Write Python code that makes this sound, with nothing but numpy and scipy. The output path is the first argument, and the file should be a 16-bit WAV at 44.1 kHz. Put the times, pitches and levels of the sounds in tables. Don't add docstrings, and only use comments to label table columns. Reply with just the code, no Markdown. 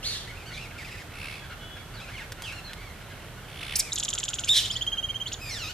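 import sys
import numpy as np
from scipy import signal
from scipy.fft import rfft, irfft, next_fast_len
from scipy.io import wavfile
from scipy.ndimage import uniform_filter1d, map_coordinates

SR = 44100
rng = np.random.default_rng(int(sys.argv[2]) if len(sys.argv) > 2 else 0)


def pcm_store(signal):
    levels = np.round(np.clip(np.atleast_2d(signal), -1, 1) * 32767)
    wavfile.write(sys.argv[1], SR, levels.astype(np.int16).T)


N = 252693
TIME = np.arange(N) / SR

# frequency_hz, gain_db
NEAR_TRACT = [(1200, -22), (2400, -8), (3400, 2), (4400, -10), (5700, -8), (7100, 4), (8200, -12),
              (10500, -18), (14000, -22)]
SQUAWK_TRACT = [(1200, -18), (2300, 3), (3600, 1.5), (5200, 6.5), (7200, 2.5), (8300, 3), (11000, -1.5),
                (14000, -7)]
FLOCK_TRACT = [(700, -26), (1400, -0.5), (2400, 4), (3600, 7), (5200, 5), (7000, 2.5), (10000, -1),
               (14000, -15)]


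def trill(foot_hz=2330, arch_s=.029, lone_arch_s=5.316):
    arch_shape = [(0, 0), (.17, .16), (.32, .56), (.46, .7), (.55, .95), (.62, 1), (.72, .86), (.84, .45),
                  (1, .06)]
    starts = [3.976, 4.026, 4.080, 4.128, 4.177, 4.229, 4.279, 4.331, 4.384, 4.435]
    # top_hz, level_db, fall_across_arch_db
    first, last, lone = (10900, -30, -5), (9250, -33.5, 13), (7100, -34.5, .92)
    arches = [*np.linspace(first, last, len(starts)), lone]
    u = np.linspace(0, 1, int(arch_s * SR))
    climb = uniform_filter1d(np.interp(u, *np.transpose(arch_shape)), size=90)
    out = np.zeros(N)
    for start_s, (top_hz, db, fall_db) in zip([*starts, lone_arch_s], arches):
        hz = foot_hz + (top_hz - foot_hz) * climb
        voice = colour(syrinx(hz, rough=.14, tilt_db=-15, hiss_db=-4, harmonics=2), NEAR_TRACT)
        breath = undb(-27) * colour(rng.standard_normal(len(u)), SQUAWK_TRACT)
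        effort = undb(-fall_db * u ** 2) * signal.windows.tukey(len(u), .15)
        add(out, start_s, undb(db) * unit((voice + breath) * effort))
    return out


def whip():
    # time_s, pitch_hz
    curve = [(3.753, 3320), (3.757, 5100), (3.7595, 6200), (3.763, 10000), (3.772, 14200), (3.786, 13800),
             (3.7945, 8500), (3.7995, 5800), (3.812, 2700)]
    return sweep(curve, SQUAWK_TRACT, db=-25.5, best_hz=7500, strain_db=15,
                 rough=.13, tilt_db=-7, hiss_db=7)


def upslur():
    # time_s, pitch_hz
    curve = [(3.9195, 3560), (3.926, 4050), (3.932, 6700), (3.938, 10500), (3.943, 11600), (3.951, 11600),
             (3.955, 10000), (3.959, 6300), (3.965, 3000)]
    return sweep(curve, NEAR_TRACT, db=-31, best_hz=5460, strain_db=2.5,
                 rough=.04, tilt_db=-11, hiss_db=6)


def squawk():
    # time_s, pitch_hz, level_db, roughness
    curve = [(4.47, 2328, -41, 0.6), (4.489, 3042, -25, 0.8), (4.494, 3597, -17.5, 0.06),
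             (4.526, 3738, -20, 0.08), (4.537, 3416, -25.5, 0.3), (4.577, 3834, -18, 0.57),
             (4.595, 3164, -23.5, 0.43), (4.608, 3596, -30, 0.82), (4.695, 3690, -39.5, .6)]
    return long_call(curve, SQUAWK_TRACT, warble_depth=.22, tilt_db=-14, hiss_db=-4, harmonics=3)


def peeps(held_hz=3255, sag_hz_per_s=122, scoop_hz=427, scoop_s=.00484, full_length_s=.0269):
    # start_s, length_s, level_db
    series = [(4.606, 0.031, -46), (4.645, .018, -31.5), (4.699, .018, -29.5), (4.753, 0.02, -30.5),
              (4.809, 0.022, -29), (4.864, 0.026, -30), (4.917, .028, -31), (4.97, 0.032, -32),
              (5.026, 0.03, -32.5), (5.085, 0.029, -33.5), (5.142, 0.029, -34), (5.199, .031, -34),
              (5.257, 0.019, -34)]
    # frequency_hz, gain_db
    tract = [(1200, -22), (2400, 3), (3400, 5.5), (4400, 2), (5700, -19.5), (7100, 15), (8200, -10),
             (9700, -9.5), (14000, -22)]
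    out = np.zeros(N)
    for start_s, length_s, db in series:
        t = TIME[:int(length_s * SR)]
        u = t / length_s
        sag = sag_hz_per_s * (start_s - series[0][0])
        scoop = scoop_hz * np.exp(-t / scoop_s)
        flick = 61000 * max(full_length_s - length_s, 0) * u ** 3
        voice = syrinx(held_hz - sag - scoop + flick, rough=.078, tilt_db=-9.5, hiss_db=-12, harmonics=4)
        effort = signal.windows.tukey(len(t), .18) * undb(7 * np.sin(np.pi * u))
        add(out, start_s, undb(db) * unit(colour(voice, tract) * effort))
    return out


def syrinx(hz, rough, tilt_db, hiss_db, harmonics=7):
    size = len(hz)
    jitter = .0712 * rough * (wander(size, 600) + .873 * wander(size, 170)) + .00083 * wander(size, 146)
    phase = 2 * np.pi * np.cumsum(hz * (1 + jitter)) / SR
    tone = sum(undb(tilt_db * np.log2(k)) * np.sin(k * phase) * (k * hz < SR / 2)
               for k in range(1, harmonics + 1))
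    subharmonic = .77 * np.cos(phase / 2 + .5 * wander(size, 248.4))
    rasp = .56 * wander(size, 449)
    hiss = undb(hiss_db) * rough * rng.standard_normal(size) * (1 + np.cos(phase))
    return tone * (1 + rough * (subharmonic + rasp)) + hiss


def sweep(curve, tract, db, best_hz, strain_db, **timbre):
    hz, = controls(curve)
    effort = undb(-strain_db * np.log2(hz / best_hz) ** 2) * signal.windows.tukey(len(hz), .08)
    voice = colour(syrinx(hz, harmonics=2, **timbre) * effort, tract)
    out = np.zeros(N)
    add(out, curve[0][0], undb(db) * unit(voice))
    return out


def long_call(curve, tract, warble_depth=0, warble_hz=135, **timbre):
    hz, db, rough = controls(curve)
    swing = np.sin(2 * np.pi * np.cumsum(warble_hz * (1 + .245 * wander(len(hz), 120))) / SR)
    voice = colour(syrinx(hz * (1 + warble_depth * rough * swing), rough, **timbre), tract)
    voice /= np.sqrt(uniform_filter1d(voice ** 2, size=128) + 1e-12)
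    out = np.zeros(N)
    add(out, curve[0][0], voice * undb(db) * signal.windows.tukey(len(hz), .04))
    return out


def notes(table, tract, bend, taper, swell_db, **timbre):
    out = np.zeros(N)
    parabola = np.polyfit([0, .5, 1], [bend[0], 1, bend[1]], 2)
    for start_s, length_s, pitch_hz, db, rough in table:
        u = np.linspace(0, 1, int(length_s * SR))
        voice = colour(syrinx(pitch_hz * np.polyval(parabola, u), rough, **timbre), tract)
        effort = signal.windows.tukey(len(u), taper) * undb(swell_db * np.sin(np.pi * u))
        add(out, start_s, undb(db) * unit(voice * effort))
    return out


def rattles():
    # time_s, beat_rate_hz, level_db
    curves = [
        [(1.10, 62, -55), (1.16, 64, -46.5), (1.25, 72, -41.5), (1.33, 72, -42), (1.40, 75, -49)],
        [(2.93, 45, -58), (3.08, 54, -61), (3.22, 46, -52), (3.33, 45, -65)],
        [(3.478, 62, -50), (3.545, 73, -48), (3.59, 51, -43.5), (3.635, 52, -38.5), (3.685, 73, -40.5),
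         (3.75, 70, -37.5)],
    ]
    # pitch_hz, leap_octaves
    voices = [(2450, 0.347), (2450, .6), (2700, .8)]
    # frequency_hz, gain_db
    tract = [(900, -5), (1600, 7), (2200, 1.5), (3600, 5), (4800, 1.5), (7000, -9.5), (8800, -3.5),
             (10300, 0.5), (12000, -11.5)]
    out = np.zeros(N)
    for curve, (pitch_hz, leap_octaves) in zip(curves, voices):
        rate_hz, db = controls(curve)
        beat = np.pi * np.cumsum(rate_hz * (1 + .0175 * wander(len(rate_hz), 47.8))) / SR
        hz = pitch_hz * 2 ** (-leap_octaves / 2 * np.sin(2 * beat))
        voice = colour(syrinx(hz, rough=.5, tilt_db=-10, hiss_db=0, harmonics=4), tract)
        add(out, curve[0][0], unit(voice * np.sin(beat) ** 2) * undb(db))
    return out


def screech():
    # time_s, pitch_hz, level_db, roughness
    curve = [(.025, 2688, -42, 0.52), (.048, 3610, -33, .55), (.07, 4430, -29, 0.36), (.10, 4350, -34, .52),
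             (.125, 3855, -34.5, 0.68), (.16, 3730, -35.5, 0.804), (.19, 3590, -42, 1),
             (.26, 3390, -49, 0.74)]
    return long_call(curve, FLOCK_TRACT, warble_depth=.11, tilt_db=-10, hiss_db=0, harmonics=3)


def mew():
    # time_s, pitch_hz, level_db, roughness
    curve = [(5.38, 2350, -62, 0.27), (5.418, 2533, -43, 0.18), (5.474, 2446, -40, 0.27),
             (5.546, 1961, -39, 0.23), (5.6, 1475, -38.5, 0.18), (5.646, 1254, -36.5, 0.18),
             (5.666, 1254, -39, 0.26), (5.72, 1555, -39.5, 0.35)]
    # frequency_hz, gain_db
    tract = [(1200, -12), (2600, 6), (3800, 7.5), (5400, 5.5), (7500, 3), (9000, 2), (10800, -9),
             (12700, 6), (14500, -16)]
    return long_call(curve, tract, tilt_db=-5.5, hiss_db=-1.5, harmonics=5)


def chatter():
    # start_s, length_s, pitch_hz, level_db
    rises = [(.27, 0.052, 2144, -45), (.50, 0.098, 2250, -45), (2.04, .06, 2450, -51),
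             (2.09, 0.077, 2055, -46.5)]
    arches = [(.33, 0.12, 2554, -51), (.57, 0.11, 2670, -46), (3.79, .13, 2410, -45.5),
              (4.712, 0.038, 5400, -38.5), (4.768, 0.0165, 4490, -41.5), (5.275, .018, 4200, -39.5),
              (5.49, 0.066, 5700, -40)]
    whines = [(.455, .05, 1557, -46), (2.0, 0.054, 1323, -47.5), (2.5, .11, 1416, -46.5),
              (2.75, .15, 1150, -52.5)]
    whistles = [(1.3, 0.196, 3380, -52), (1.6, .18, 3380, -45.5), (1.77, .15, 3380, -56),
                (1.58, 0.18, 2990, -53)]
    # start_s, length_s, pitch_hz, level_db, roughness
    falls = [(.528, 0.062, 3510, -46, 0.97), (.708, 0.01, 2320, -46, 0.2), (1.935, .09, 3990, -51, 0.28),
             (2.16, .035, 2750, -45.5, .4), (2.175, 0.059, 1955, -44, 0.23),
             (2.17, 0.087, 876, -52.5, 0.17), (2.205, .05, 2460, -51, 0.1), (2.41, .1, 837, -51, 0.36),
             (2.43, 0.092, 2750, -40.5, 0.49), (3.06, .032, 3250, -59, .2), (4.17, 0.071, 2014, -54.5, 0.1)]
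    slur = [(2.64, 0.063, 4160, -46.5, 0.18)]
    # frequency_hz, gain_db
    nasal_tract = [(1400, -19), (2300, 3), (3600, -2), (4500, 5), (6000, -1), (8000, 2), (14000, -15)]
    out = notes(with_roughness(rises, .616), FLOCK_TRACT, bend=(.76, 1),
                taper=.37, swell_db=-10, tilt_db=-14.5, hiss_db=-8)
    out += notes(with_roughness(arches, .432), FLOCK_TRACT, bend=(.8, .72),
                 taper=.27, swell_db=0, tilt_db=-14, hiss_db=-2)
    out += notes(falls, FLOCK_TRACT, bend=(1.24, .8), taper=.27, swell_db=2.5, tilt_db=-16, hiss_db=-6)
    out += notes(with_roughness(whines, .11), nasal_tract, bend=(.85, .88),
                 taper=.28, swell_db=-1, tilt_db=-11.5, hiss_db=-10)
    out += notes(with_roughness(whistles, .039), FLOCK_TRACT, bend=(1, 1),
                 taper=.24, swell_db=0, tilt_db=-28, hiss_db=-25)
    out += notes(slur, FLOCK_TRACT, bend=(1.07, .95), taper=.3, swell_db=0, tilt_db=-24, hiss_db=-6)
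    return out


def hoarse_run(start_s=.775, period_s=.064, length_s=.066, pitch_hz=2190, db=-44.5, fade_db_per_s=13):
    # frequency_hz, gain_db
    tract = [(700, -22), (1500, 3), (2400, 6), (4200, 1), (5000, 5.5), (6000, -3.5), (7600, -2),
             (10000, -9), (14000, -17)]
    run = [(start_s + t, length_s, pitch_hz, db - fade_db_per_s * t) for t in period_s * np.arange(4)]
    return notes(with_roughness(run, .64), tract, bend=(1.24, .8),
                 taper=.34, swell_db=-4, tilt_db=-10, hiss_db=3)


def ticks(decay_s=.0034):
    # start_s, peak_db
    contacts = [(2.3208, -25), (2.421, -25.5), (2.5237, -30.5), (2.733, -25.5), (4.867, -31)]
    out, t = np.zeros(N), TIME[:SR // 50]
    for start_s, db in contacts:
        burst = rng.standard_normal(len(t)) * np.exp(-t / decay_s)
        crack = colour(burst, [(600, 2.5), (2500, 6.5), (7000, 2.5), (14000, -7)])
        add(out, start_s, undb(db) * crack / np.abs(crack).max())
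    return out


def far_flock(start_s, end_s, count, db, low_hz, high_hz, rough):
    when, length, pitch, weakness = rng.random((count, 4)).T
    hz = low_hz * (high_hz / low_hz) ** (pitch ** 2)
    starts = start_s + (np.arange(count) + when) / count * (end_s - start_s)
    chirps = zip(starts, .04 + .0714 * length, hz, db - 7 * weakness)
    return notes(with_roughness(chirps, rough), FLOCK_TRACT, bend=(.9, .85),
                 taper=.82, swell_db=5, tilt_db=-12, hiss_db=-25)


def reflect(x, lag_ms, pan_db, echo_db, echo_lag_ms, echo_ms=5.95):
    echo = undb(echo_db) * colour(x, [(3500, -1), (7000, -6.5), (13000, 6.5)])
    left = x + delay(echo, echo_ms)
    right = delay(x, lag_ms) + delay(echo, echo_ms + echo_lag_ms)
    return pan(np.array([left, right]), pan_db)


def yard(x, t60_s=.44):
    t = TIME[:SR // 2]
    tails = [colour(rng.standard_normal(len(t)), [(7000, -1), (14000, -2.5)]) for _ in range(2)]
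    envelope = undb(-60 * t / t60_s) * (1 - np.exp(-t / .00043))
    return np.array([signal.fftconvolve(x, unit(tail * envelope))[:N] for tail in tails]) / len(t) ** .5


def air(mid_db=-43.5):
    # frequency_hz, relative_density_db
    spectrum = [(15, -36), (25, -8.5), (103, 2), (240, -11), (290, -11.5), (358, -12), (716, -13),
                (840, -14.5), (1010, -16), (1430, -14.5), (2780, -21), (3100, -19.5), (5000, -30),
                (12700, -33.5), (14500, -35)]
    # frequency_hz, side_minus_mid_db
    width = [(60, -20), (130, -16.5), (300, -10.5), (2000, -9.5), (6000, 1.5), (9000, -3), (13000, 1.5)]
    mid, side = (unit(colour(rng.standard_normal(N), spectrum)) for _ in range(2))
    side = colour(side, width)
    return np.array([mid + side, mid - side]) * undb(mid_db)


def hum(drift=.0489, waver_db=3):
    # pitch_hz, level_db
    tones = [(39, -51.5), (79, -57), (116, -53.5), (160, -62)]
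    out = np.zeros(N)
    for hz, db in tones:
        phase = 2 * np.pi * np.cumsum(hz * (1 + drift * wander(N, 22))) / SR
        out += undb(db) * unit(np.sin(phase) * undb(waver_db * wander(N, 14)))
    return out


def undb(db):
    return 10 ** (np.asarray(db) / 20)


def unit(x):
    return x / np.sqrt(np.mean(x ** 2) + 1e-18)


def colour(x, points):
    size = next_fast_len(2 * len(x))
    hz, db = np.transpose(points)
    gain_db = np.interp(np.log(np.fft.rfftfreq(size, 1 / SR) + 1), np.log(hz), db)
    return irfft(rfft(x, size) * undb(gain_db), size)[:len(x)]


def wander(size, rate_hz):
    position = np.arange(size) * rate_hz / SR
    knots = np.random.default_rng(rng.integers(2 ** 31)).standard_normal(int(position[-1]) + 2)
    return map_coordinates(knots, [position], order=3, mode="nearest")


def delay(x, ms):
    size = next_fast_len(N + SR // 10)
    shift = np.exp(-2j * np.pi * np.fft.rfftfreq(size, 1 / SR) * ms / 1000)
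    return irfft(rfft(x, size) * shift, size)[:N]


def pan(stereo, db):
    return stereo * undb([[db / 2], [-db / 2]])


def add(track, start_s, x):
    i = int(start_s * SR)
    track[i:i + len(x)] += x[:N - i]


def controls(curve):
    times, *columns = np.transpose(curve)
    t = np.arange(times[0], times[-1], 1 / SR)
    return [np.interp(t, times, column) for column in columns]


def with_roughness(table, rough):
    return [(*row, rough) for row in table]


def scene():
    whipped = whip()
    trilled = upslur() + trill()
    peeped, squawked, screeched = peeps(), squawk(), screech()
    far = far_flock(0, 5.6, count=40, db=-51.5, low_hz=1360, high_hz=2607, rough=.435)
    far += far_flock(1.35, 3, count=14, db=-48.5, low_hz=1427, high_hz=1730, rough=.78)
    flock = chatter() + hoarse_run() + far + mew()
    rattled = rattles()
    birds = reflect(whipped, lag_ms=.018, pan_db=-1.5, echo_db=-1, echo_lag_ms=.028)
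    birds += reflect(trilled, lag_ms=.018, pan_db=-1.5, echo_db=-2, echo_lag_ms=.04)
    birds += reflect(peeped, lag_ms=.027, pan_db=-2.5, echo_db=-3.5, echo_lag_ms=.046)
    birds += reflect(squawked, lag_ms=.022, pan_db=-1.5, echo_db=-15, echo_lag_ms=.026)
    birds += reflect(screeched, lag_ms=.069, pan_db=-1.5, echo_db=-15, echo_lag_ms=.097, echo_ms=4.6)
    birds += reflect(flock + ticks(), lag_ms=.015, pan_db=-1.6, echo_db=-6.5,
                     echo_lag_ms=.028, echo_ms=5.5)
    birds += reflect(rattled, lag_ms=.011, pan_db=-2, echo_db=-9, echo_lag_ms=.017, echo_ms=2.7)
    scattered = undb(-11) * (whipped + trilled + peeped) + undb(-8.5) * squawked
    scattered += undb(-4.5) * (flock + screeched + rattled)
    return birds + yard(scattered) + pan(air() + hum(), db=-2)


def record(dry):
    return signal.sosfilt(signal.ellip(10, .2, 80, 14500, fs=SR, output="sos"), dry)


dry = scene()
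out = record(dry)
pcm_store(out)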